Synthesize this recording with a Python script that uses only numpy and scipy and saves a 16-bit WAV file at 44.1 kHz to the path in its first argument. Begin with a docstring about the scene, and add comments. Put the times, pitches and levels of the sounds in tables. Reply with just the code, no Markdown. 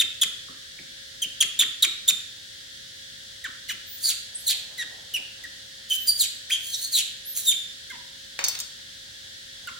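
"""A baby monkey in a wire cage begs for fruit: each squeak holds a note, mostly at 2-4 kHz, then turns
rough and usually plunges, as an unstable fold oscillator with overtones, half tones and coloured noise.
Swept sines whistle and hoarse noise swells ahead of longer screams; sines and cracks make a knife laid
on a tiled floor. Decaying noise rings as the hard room, over coloured hiss and a faint buzz of sines."""
import sys
import numpy as np
from scipy import signal
from scipy.fft import rfft, irfft, next_fast_len
from scipy.io import wavfile
from scipy.ndimage import uniform_filter1d, minimum_filter1d, map_coordinates

SR = 44100
rng = np.random.default_rng(int(sys.argv[2]) if len(sys.argv) > 2 else 0)


def file_out(sig):
    """Save sig as 16-bit WAV at sys.argv[1]."""
    # one column per channel
    cols = np.atleast_2d(sig).T
    # limit, then scale
    lim = np.clip(cols, -1, 1)
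    pcm = np.round(lim * 32767).astype(np.int16)
    wavfile.write(sys.argv[1], SR, pcm)


N = 431738
T = np.arange(N) / SR
TOP_HZ = 16000  # overtones stop here; the final low-pass lies just above

# colour of air forced through the tight throat: (frequency [Hz], relative level [dB])
HOARSE_AIR = [(1200, -29), (2800, -12), (4200, -4.5), (5400, -10), (6800, 6), (9000, 1), (12500, -1),
              (15000, 5.5), (17000, -30)]


def undb(db):
    """Amplitude ratio of a level in decibels."""
    return 10 ** (np.asarray(db) / 20)


def unit(x):
    """Normalise the root-mean-square amplitude to 1."""
    return x / np.sqrt(np.mean(x ** 2) + 1e-20)


def gain_at(hz, points):
    """Spectral envelope: levels interpolated linearly in dB over log frequency."""
    f, db = np.transpose(points)
    return undb(np.interp(np.log(np.maximum(hz, 1)), np.log(f), db))


def noise(n, points):
    """Spectral shaping: white noise weighted by an envelope, rms 1."""
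    spectrum = rfft(rng.standard_normal(n))
    return unit(irfft(spectrum * gain_at(np.fft.rfftfreq(n, 1 / SR), points), n))


def wobble(n, rate_hz):
    """Band-limited random modulation: a smooth curve through normal draws at the given rate."""
    count = int(n * rate_hz / SR) + 4
    draws = rng.standard_normal(count)
    return map_coordinates(draws, [np.arange(n) * rate_hz / SR + 1], order=2, mode="nearest")


def add(track, start, sound):
    """Superposition: mix a sound into a track from a start time in seconds."""
    i = int(round(start * SR))
    sound = sound[..., max(-i, 0):N - i]
    track[..., max(i, 0):max(i, 0) + sound.shape[-1]] += sound


def background():
    """Stationary noise: a faintly wavering hiss, sines as a buzz, and a soft rush that comes and goes."""
    # hiss common to both sides: (frequency [Hz], relative level [dB])
    mid_colour = [(18, -50), (30, -8), (109, -2.5), (170, -9), (233, -9), (499, -18.5), (540, -30.5),
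                  (1130, -25.5), (1670, -4), (2480, -15), (3310, 2.5), (11700, -20), (13300, -39),
                  (14400, -23.5), (16000, -19)]
    # hiss opposed between the sides: (frequency [Hz], relative level [dB])
    side_colour = [(18, -47), (30, -17), (486, -25.5), (526, -8), (569, -26), (1100, -34), (1720, -7.5),
                   (2480, -19.5), (3580, -7), (8300, -20), (9970, -27), (10800, -55), (12000, -30),
                   (14400, -24.5), (16000, -40)]
    # buzz: (frequency [Hz], mean level [dB], phase of the right ahead of the left [rad])
    buzz_lines = [(123, -84, 0.14), (537.7, -63, 2.16), (1860, -60, 2.13)]
    hiss_db, side_db = -45, -1  # the opposed part is relative to the common part
    mid = noise(N, mid_colour) * undb(hiss_db + 0.083 * wobble(N, 4.7))
    side = noise(N, side_colour) * undb(hiss_db + side_db + 0.86 * wobble(N, 9))
    buzz = 0
    for hz, db, lead in buzz_lines:
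        level = np.sqrt(2) * undb(db + wobble(N, 2.94))
        phase = 2 * np.pi * hz * T + 0.3 * wobble(N, 6.4)
        buzz = buzz + level * np.sin(phase + np.array([[0], [lead]]))
    swell = np.interp(T, [4.2, 4.55, 5.05, 5.55], [0.19, 1, 0.99, 0.25])
    swell = swell * undb(-59.5 + 3.5 * wobble(N, 25))
    rush_colour = [(100, -52), (450, 4), (800, 5), (1400, -10), (3000, -30), (8000, -60)]
    rush = np.array([noise(N, rush_colour) for _ in range(2)])
    return np.array([mid + side, mid - side]) + buzz + swell * rush


def room(dry):
    """Reverberation by convolution: sparse early echoes, then exponential decay, longest near 2 kHz."""
    # reverberant bands: (centre [Hz], 60 dB decay time [s], relative level [dB])
    decay_bands = [(250, 0.38, 2.5), (920, 0.49, 6), (1950, 0.62, 0), (3560, 0.59, 0), (6600, 0.52, -7),
                   (11200, 0.43, -8.5), (16000, 0.34, -15)]
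    early_db, early_s = -11, 0.0087  # level and decay constant of echoes from the floor and near things
    t = np.arange(int(1.2 * SR)) / SR
    f = np.fft.rfftfreq(len(t), 1 / SR)
    centres = np.log([row[0] for row in decay_bands])
    wet = []
    for side in dry:
        spectrum, response = rfft(rng.standard_normal(len(t))), 0
        for share, (hz, t60, db) in zip(np.eye(len(decay_bands)), decay_bands):
            band = irfft(spectrum * np.interp(np.log(f + 1), centres, share), len(t))
            # level independent of decay time
            energy_scale = np.sqrt(2 * np.log(1000) / (t60 * SR))
            response = response + band * undb(db - 60 * t / t60) * energy_scale
        chosen = rng.standard_normal(len(t)) * (rng.random(len(t)) < .03)
        echoes = chosen * np.exp(-t / early_s) * (t > .002)
        response = response * np.minimum(t / 0.0011, 1)
        response = response + undb(early_db) * echoes / np.linalg.norm(echoes)
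        wet.append(signal.fftconvolve(side, response)[:N])
    return np.array(wet)


def ports(x, pan_db):
    """Interaural-like cues: a level difference, and above 5.3 kHz a later arrival at the left."""
    lag_s = .000188
    size = next_fast_len(N + 32)
    # one whole turn leaves the lower frequencies in step
    turns = np.maximum(np.fft.rfftfreq(size, 1 / SR) * lag_s, 1)
    late = irfft(rfft(x, size) * np.exp(-2j * np.pi * turns), size)[:N]
    return np.array([late * undb(pan_db / 2), x * undb(-pan_db / 2)])


def knife():
    """Impact excitation: handle, then rattling blade; each contact cracks and rings the steel's modes."""
    # contacts with the floor: (time [s], level [dB], spectral peak [Hz], time for the crack to fall
    # 30 dB [s], relative ring level [dB])
    contacts = [(8.39, -19, 2320, 0.01, 1), (8.408, -33, 1850, 0.01, 14), (8.44, -20, 6300, 0.018, 2.5),
                (8.446, -22, 6150, 0.013, -1.5), (8.464, -42, 6000, .094, 16),
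                (8.4838, -13.5, 14000, 0.0089, -4.5), (8.551, -29.5, 4000, 0.021, 1),
                (8.589, -29.5, 11000, 0.014, 2), (8.6015, -23.5, 9500, 0.012, -0.5)]
    # blade modes: (frequency [Hz], relative level before contact colour [dB], 60 dB decay time [s])
    blade_modes = [(1040, -15, 0.071), (2500, -12, .1), (3680, 4.5, 0.064), (4485, 7, 0.12),
                   (5340, 10, 0.056), (6000, 5, 0.11), (6474, 17, 0.024), (7510, 5, 0.1), (7510, -33, 0.08),
                   (8580, -11, .15), (10200, -15, 0.13), (15500, 8, .08)]
    out, t = np.zeros((2, N)), np.arange(SR // 3) / SR
    for start, db, hz, length, ring_db in contacts:
        colour = [(hz / 12, -24), (hz / 3.2, -8), (hz, 0), (hz * 2, -12), (hz * 6, -22)]
        for side in out:
            crack = noise(len(t), colour) * undb(-60 * t / length / 2)
            ring = 0
            for f, mode_db, t60 in blade_modes:
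                level = undb(mode_db - 60 * t / t60) * gain_at(f, colour)
                ring = ring + level * np.sin(2 * np.pi * f * t + rng.uniform(0, 2 * np.pi))
            onset = np.minimum(t / 0.00052, 1)
            add(side, start, undb(db) * (crack + undb(ring_db - 12.5) * ring) * onset)
    return out


def chirp(length, pitches, db, waver):
    """Frequency modulation: a near-pure tone swells, glides through three pitches and fades."""
    u = np.linspace(0, 1, int(length * SR))
    arch = np.polyval(np.polyfit([0, .5, 1], pitches, 2), u)
    hz = arch * (1 + waver * wobble(len(u), 820))
    return np.sqrt(2) * undb(db) * np.sin(np.pi * u) * np.sin(2 * np.pi * np.cumsum(hz) / SR)


def grunt(db):
    """Slack-fold oscillation: one low, wavering flap sinks in pitch."""
    return chirp(0.0232, [396, 262, 206], db, waver=0.39)


def smacks():
    """Lip release: a short falling blip as the lips part, then a slack grunt."""
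    # lip smacks: (time [s], middle pitch [Hz], level [dB])
    smack_table = [(0.483, 1305, -45), (0.787, 2110, -39)]
    length_s, grunt_db = 0.0072, -50.5
    out = np.zeros(N)
    for start, hz, db in smack_table:
        add(out, start, chirp(length_s, [1.05 * hz, hz, 0.91 * hz], db, waver=0.064))
        add(out, start + length_s, grunt(grunt_db))
    return out


def whistles():
    """Whistle tones: thin, very high gliding sines squeezed out ahead of screams."""
    # whistles: (time [s], length [s], start [Hz], middle [Hz], end [Hz], level [dB])
    whistle_table = [(3.854, 0.17, 13700, 15200, 11300, -40.5), (4.345, 0.028, 8540, 8150, 8000, -29.5),
                     (4.348, 0.086, 9700, 10800, 12300, -43.5), (5.938, 0.17, 9900, 14300, 13900, -37),
                     (7.245, .11, 9300, 13000, 9100, -34)]
    out = np.zeros(N)
    for start, length, *pitches, db in whistle_table:
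        add(out, start, chirp(length, pitches, db, waver=0.022))
    return out


def strain(length, hz, shred_db):
    """Turbulence with intermittent phonation: a fluttering hoarse hiss with wavering shreds of tone."""
    flutter_db, grain_db = 2.04, 2.3  # spread of slow and fast level changes
    n = int(length * SR)
    waver = .035 * wobble(n, 62.6) + 0.036 * wobble(n, 1208)
    phase = 2 * np.pi * np.cumsum(hz * (1 + waver)) / SR
    upper = np.sin(1.5 * phase) + np.sin(2 * phase)
    shreds = unit((np.sin(phase) + undb(-3) * upper) * np.abs(wobble(n, 63)))
    hoarse = unit(noise(n, HOARSE_AIR) + undb(shred_db) * shreds)
    return hoarse * undb(flutter_db * wobble(n, 84) + grain_db * wobble(n, 900))


def squeals():
    """Turbulence with more or less voice: strained air, from nearly toneless to a wavering squeal,
    swells, sags and stops."""
    # squeals: (time [s], length [s], pitch [Hz], peak level [dB], tone over hiss [dB])
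    squeal_table = [(5.92, 0.049, 3340, -28, -15), (6.57, 0.33, 4300, -36.5, -4.5),
                    (6.707, 0.096, 4190, -33, 10), (6.781, 0.11, 4240, -30.5, 1),
                    (7.343, 0.085, 4150, -27.5, -12)]
    out = np.zeros(N)
    for start, length, hz, db, tone_db in squeal_table:
        strained = strain(length, hz, shred_db=tone_db)
        effort = np.interp(np.linspace(0, 1, len(strained)), [0, .35, .85, 1], [0, 1, 0.53, 0])
        add(out, start, strained * undb(db) * effort)
    return out


def partial(ratio, hz, phase, offset=0):
    """Source-filter principle: one partial of the folds, weighted by the throat's resonances."""
    # throat colour of partials: (frequency [Hz], relative level [dB])
    throat_colour = [(1000, -12), (2000, 11), (3500, 7.5), (5500, -2), (7200, 6.5), (8800, 1), (10500, 4.5),
                     (12500, -1.5), (14800, 4), (17000, -11)]
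    level = gain_at(ratio * hz, throat_colour) * (ratio * hz < TOP_HZ)
    return level * np.sin(ratio * phase + offset)


def squeak(hold, fall, pitches, hold_db, fall_db, overtone_db, fall_rough, rasp_db, fade, air_db):
    """Fold instability: a held note slackens; roughness adds jitter, half tones, rasp and rushing air."""
    # colour of rushing air: (frequency [Hz], relative level [dB])
    air_colour = [(300, 2), (900, -7.5), (1800, 3), (3600, -9), (5200, 6), (7200, 36.5), (9000, 7),
                  (12500, -18), (15000, -14), (17000, -79)]
    jitter, shimmer = 0.1144, 0.49  # relative spread of pitch and amplitude at full roughness
    t = np.arange(int((hold + fall) * SR)) / SR
    n = len(t)
    stage = np.interp(t, [0, hold, hold + fall], [0, 1, 2])  # 0-1 held, 1-2 falling
    slack = np.maximum(stage - 1, 0)
    # the held note has a small roughness of its own and a share of the fall's
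    hold_rough = 0.03 + 0.39 * fall_rough
    rough = np.clip(np.interp(stage, [.75, 1.2], [hold_rough, fall_rough]), 0, 1)
    # the pitch gives way slowly, then ever faster
    glide = np.minimum(stage, 1) + slack ** 1.6
    hz = np.exp(np.interp(glide, [0, 1, 2], np.log(pitches)))
    phase = 2 * np.pi * np.cumsum(hz * (1 + jitter * rough * wobble(n, 1500))) / SR

    # low calls have fewer high overtones
    slope = np.interp(pitches[1], [1800, 3600], [1.3, .6])
    overtones = sum(k ** -slope * partial(k, hz, phase, rng.uniform(0, 2 * np.pi)) for k in range(2, 7))
    halves = sum(partial(k + .5, hz, phase) for k in range(1, 4))
    roughness_sound = rough * halves + undb(air_db) * noise(n, air_colour)
    upper = (1 - 0.04 * rough) * unit(overtones) + rough * roughness_sound

    # the rasp sits at the end pitch and is strongest early in the fall
    rasp = undb(rasp_db) * rough * wobble(n, 1099) * np.sin(2 * np.pi * pitches[2] * t)
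    rasp = rasp * np.interp(stage, [0, 1, 1.3, 2], [0.093, 0.12, 0.33, 0.14])
    tone = np.sin(phase) * np.minimum(hz / pitches[2], 1) ** (fade * rough)
    voice = np.sqrt(2) * (tone + rasp) + undb(overtone_db) * upper
    voice = voice * (1 + shimmer * rough * wobble(n, 876.5))

    # two pushes: the note, then the break
    held, falling = undb(hold_db), undb(fall_db)
    levels = [0, 0.57 * held, held, 0.81 * min(held, falling), falling, 0.49 * falling, 0]
    return voice * np.interp(stage, [0, .25, .6, 1, 1.18, 1.55, 2], levels)


def screams():
    """Onset of phonation: a hoarse hiss swells until the voice catches, then gives way to the scream."""
    # screams: (time [s], hoarse lead-in [s], hold [s], fall [s], start [Hz], knee [Hz], end [Hz],
    # hold level [dB], fall level [dB], overtones relative to tone [dB], roughness of the fall [clipped to 0-1])
    scream_table = [(4.032, 0.074, 0.043, 0.061, 4680, 4540, 1920, -22.5, -27, 0.5, 0.8),
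                    (4.464, 0.084, .012, 0.019, 4460, 3910, 2580, -28.5, -28, 6, 0.4),
                    (4.484, .02, .014, .042, 4130, 4210, 2170, -20.5, -24, -6.5, 1.23),
                    (5.9, 0.015, 0.03, 0.0098, 3172, 3022, 3050, -20.5, -24.5, -10.5, 0.39),
                    (6.075, 0.019, 0.029, 0.015, 4820, 4650, 4500, -15.5, -20, -4, 0.16),
                    (6.189, 0.055, .036, .042, 4906, 3463, 1876, -21.5, -31, 5, 0.62),
                    (6.498, 0.0041, .017, 0.058, 1537, 3178, 3320, -26, -22, -6.5, 0.53),
                    (6.929, 0.049, .042, .055, 4400, 3710, 2410, -21, -24, -0.5, 0.76),
                    (7.462, 0.065, .048, .026, 3820, 3520, 1894, -18.5, -26.5, 0.5, .38)]
    overlap_s = 0.07  # the hiss fades this long under the scream
    lead_db, rise_db = -9, 29  # peak of the hiss relative to the held note, and its swell
    out = np.zeros(N)
    for row in scream_table:
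        start, lead, hold, fall, start_hz, knee_hz, end_hz, db, fall_db, overtone_db, rough = row
        hiss = strain(lead + overlap_s, start_hz, shred_db=-2.5)
        t = np.arange(len(hiss)) / SR
        swell_db = np.interp(t, [0, lead, lead + overlap_s], [-rise_db, 0, -rise_db])
        add(out, start - lead, hiss * undb(db + lead_db + swell_db))
        scream = squeak(hold, fall, [start_hz, knee_hz, end_hz], db, fall_db, overtone_db, rough,
                        rasp_db=-4.5, fade=2.6, air_db=0.5)
        add(out, start, scream)
    return out


def pop(db):
    """Pressure release: a tick of bright air as the throat opens."""
    u = np.linspace(0, 1, int(0.0085 * SR))
    return undb(db) * noise(len(u), HOARSE_AIR) * np.interp(u, [0, .2, 1], [0, 1, 0])


def mouth(x):
    """Radiation from a small aperture: a high-pass, as so small a mouth radiates little bass."""
    return signal.sosfilt(signal.butter(4, 1100, "highpass", fs=SR, output="sos"), x)


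def squeaks():
    """Voice break: a pop opens each note; the rougher, the deeper and weaker its fall; a grunt follows."""
    # squeaks, where overlapping rows sound two pitches at once: (time [s], hold [s], fall [s], start [Hz],
    # knee [Hz], hold level [dB], overtones relative to tone [dB], roughness of the fall [0-1])
    squeak_table = [(-.004, 0.011, 0.026, 3943, 3613, -12.5, -7, 0.71),
                    (.213, 0.017, 0.018, 3553, 3284, -15, -3.5, 0.86),
                    (1.218, 0.017, 0.012, 3235, 3104, -22.5, -3, 0.41),
                    (1.239, .014, 0.0059, 2620, 2970, -31, -20, 0),
                    (1.404, 0.016, 0.019, 3390, 3163, -14.5, -1.5, 0.79),
                    (1.59, .011, .008, 3775, 3510, -15.5, -1, 0.6),
                    (1.604, 0.014, 0.024, 3560, 3492, -12.5, -10, 0.91),
                    (1.823, .014, 0.025, 3905, 3735, -11, -7, 0.92),
                    (2.077, 0.02, 0.016, 3547, 3744, -14, -1.5, 0.88),
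                    (3.44, .018, .019, 2060, 1565, -29, -5.5, 0.56),
                    (3.683, .034, .016, 2877, 2984, -33, -3, 0.33),
                    (3.688, 0.016, 0.019, 2276, 1674, -32, 4, 0.64),
                    (4.778, 0.042, 0.0188, 2012, 1870, -30, 0.5, 0.4),
                    (5.137, 0.02, 0.028, 3027, 2798, -23, -8, 0.28),
                    (5.437, 0.013, .012, 1970, 1920, -34, -13, 0.3),
                    (7.898, 0.017, 0.0078, 2110, 2120, -38, -22, 0.05),
                    (7.9, 0.012, .012, 1653, 1580, -38.5, -5, 0.38),
                    (7.918, 0.036, .012, 1074, 908, -41.5, -5, 0.5),
                    (9.671, 0.015, 0.016, 1500, 1377, -31, -6, 0.65)]
    plunge_octaves = 1.25  # fall after the knee at full roughness
    break_db, rough_break_db = 0.5, -10  # level change at the knee, and its addition at full roughness
    pop_db = -7  # relative to the held note
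    grunt_delay_s, grunt_db, grunt_follow = 0.0023, -44.5, 0.35  # level after a 0 dB squeak; dB per dB
    calls, grunts = np.zeros((2, N))
    for start, hold, fall, start_hz, knee_hz, db, overtone_db, rough in squeak_table:
        end_hz = knee_hz * 2 ** (-plunge_octaves * rough)
        fall_db = db + break_db + rough_break_db * rough
        add(calls, start, pop(db + pop_db))
        call = squeak(hold, fall, [start_hz, knee_hz, end_hz], db, fall_db, overtone_db, rough,
                      rasp_db=-1.5, fade=.7, air_db=3.0)
        add(calls, start, call)
        add(grunts, start + hold + fall + grunt_delay_s, grunt(grunt_db + grunt_follow * db))
    return mouth(calls) + grunts


def scene():
    """Superposition of direct sound, reverberation and background as the monkey shifts in its cage."""
    # the monkey leans to the bars, then turns away to the right: (time [s], left minus right [dB])
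    place = [(1.8, -1), (4, -1), (6.4, -0.5), (7.2, -1.5)]
    squeak_room_db = -3.5  # squeaks are aimed out through the bars and stir the room less
    pan_db = np.interp(T, *np.transpose(place))
    aimed = ports(squeaks(), pan_db)
    rest = ports(screams() + squeals() + whistles() + smacks(), pan_db) + knife()
    return aimed + rest + room(undb(squeak_room_db) * aimed + rest) + background()


def record(dry):
    """Peak limiting and low-pass filtering: gain eases down around the loudest peaks, the top is cut."""
    size = 128  # samples over which the gain is held and smoothed
    need = np.minimum(1, .88 / (np.abs(dry).max(axis=0) + 1e-9))
    gain = uniform_filter1d(minimum_filter1d(need, size), size)
    low_pass = signal.firwin(255, TOP_HZ + 100, window="blackman", fs=SR)
    return signal.fftconvolve(dry * gain, low_pass[None], mode="same", axes=1)


dry = scene()
out = record(dry)
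file_out(out)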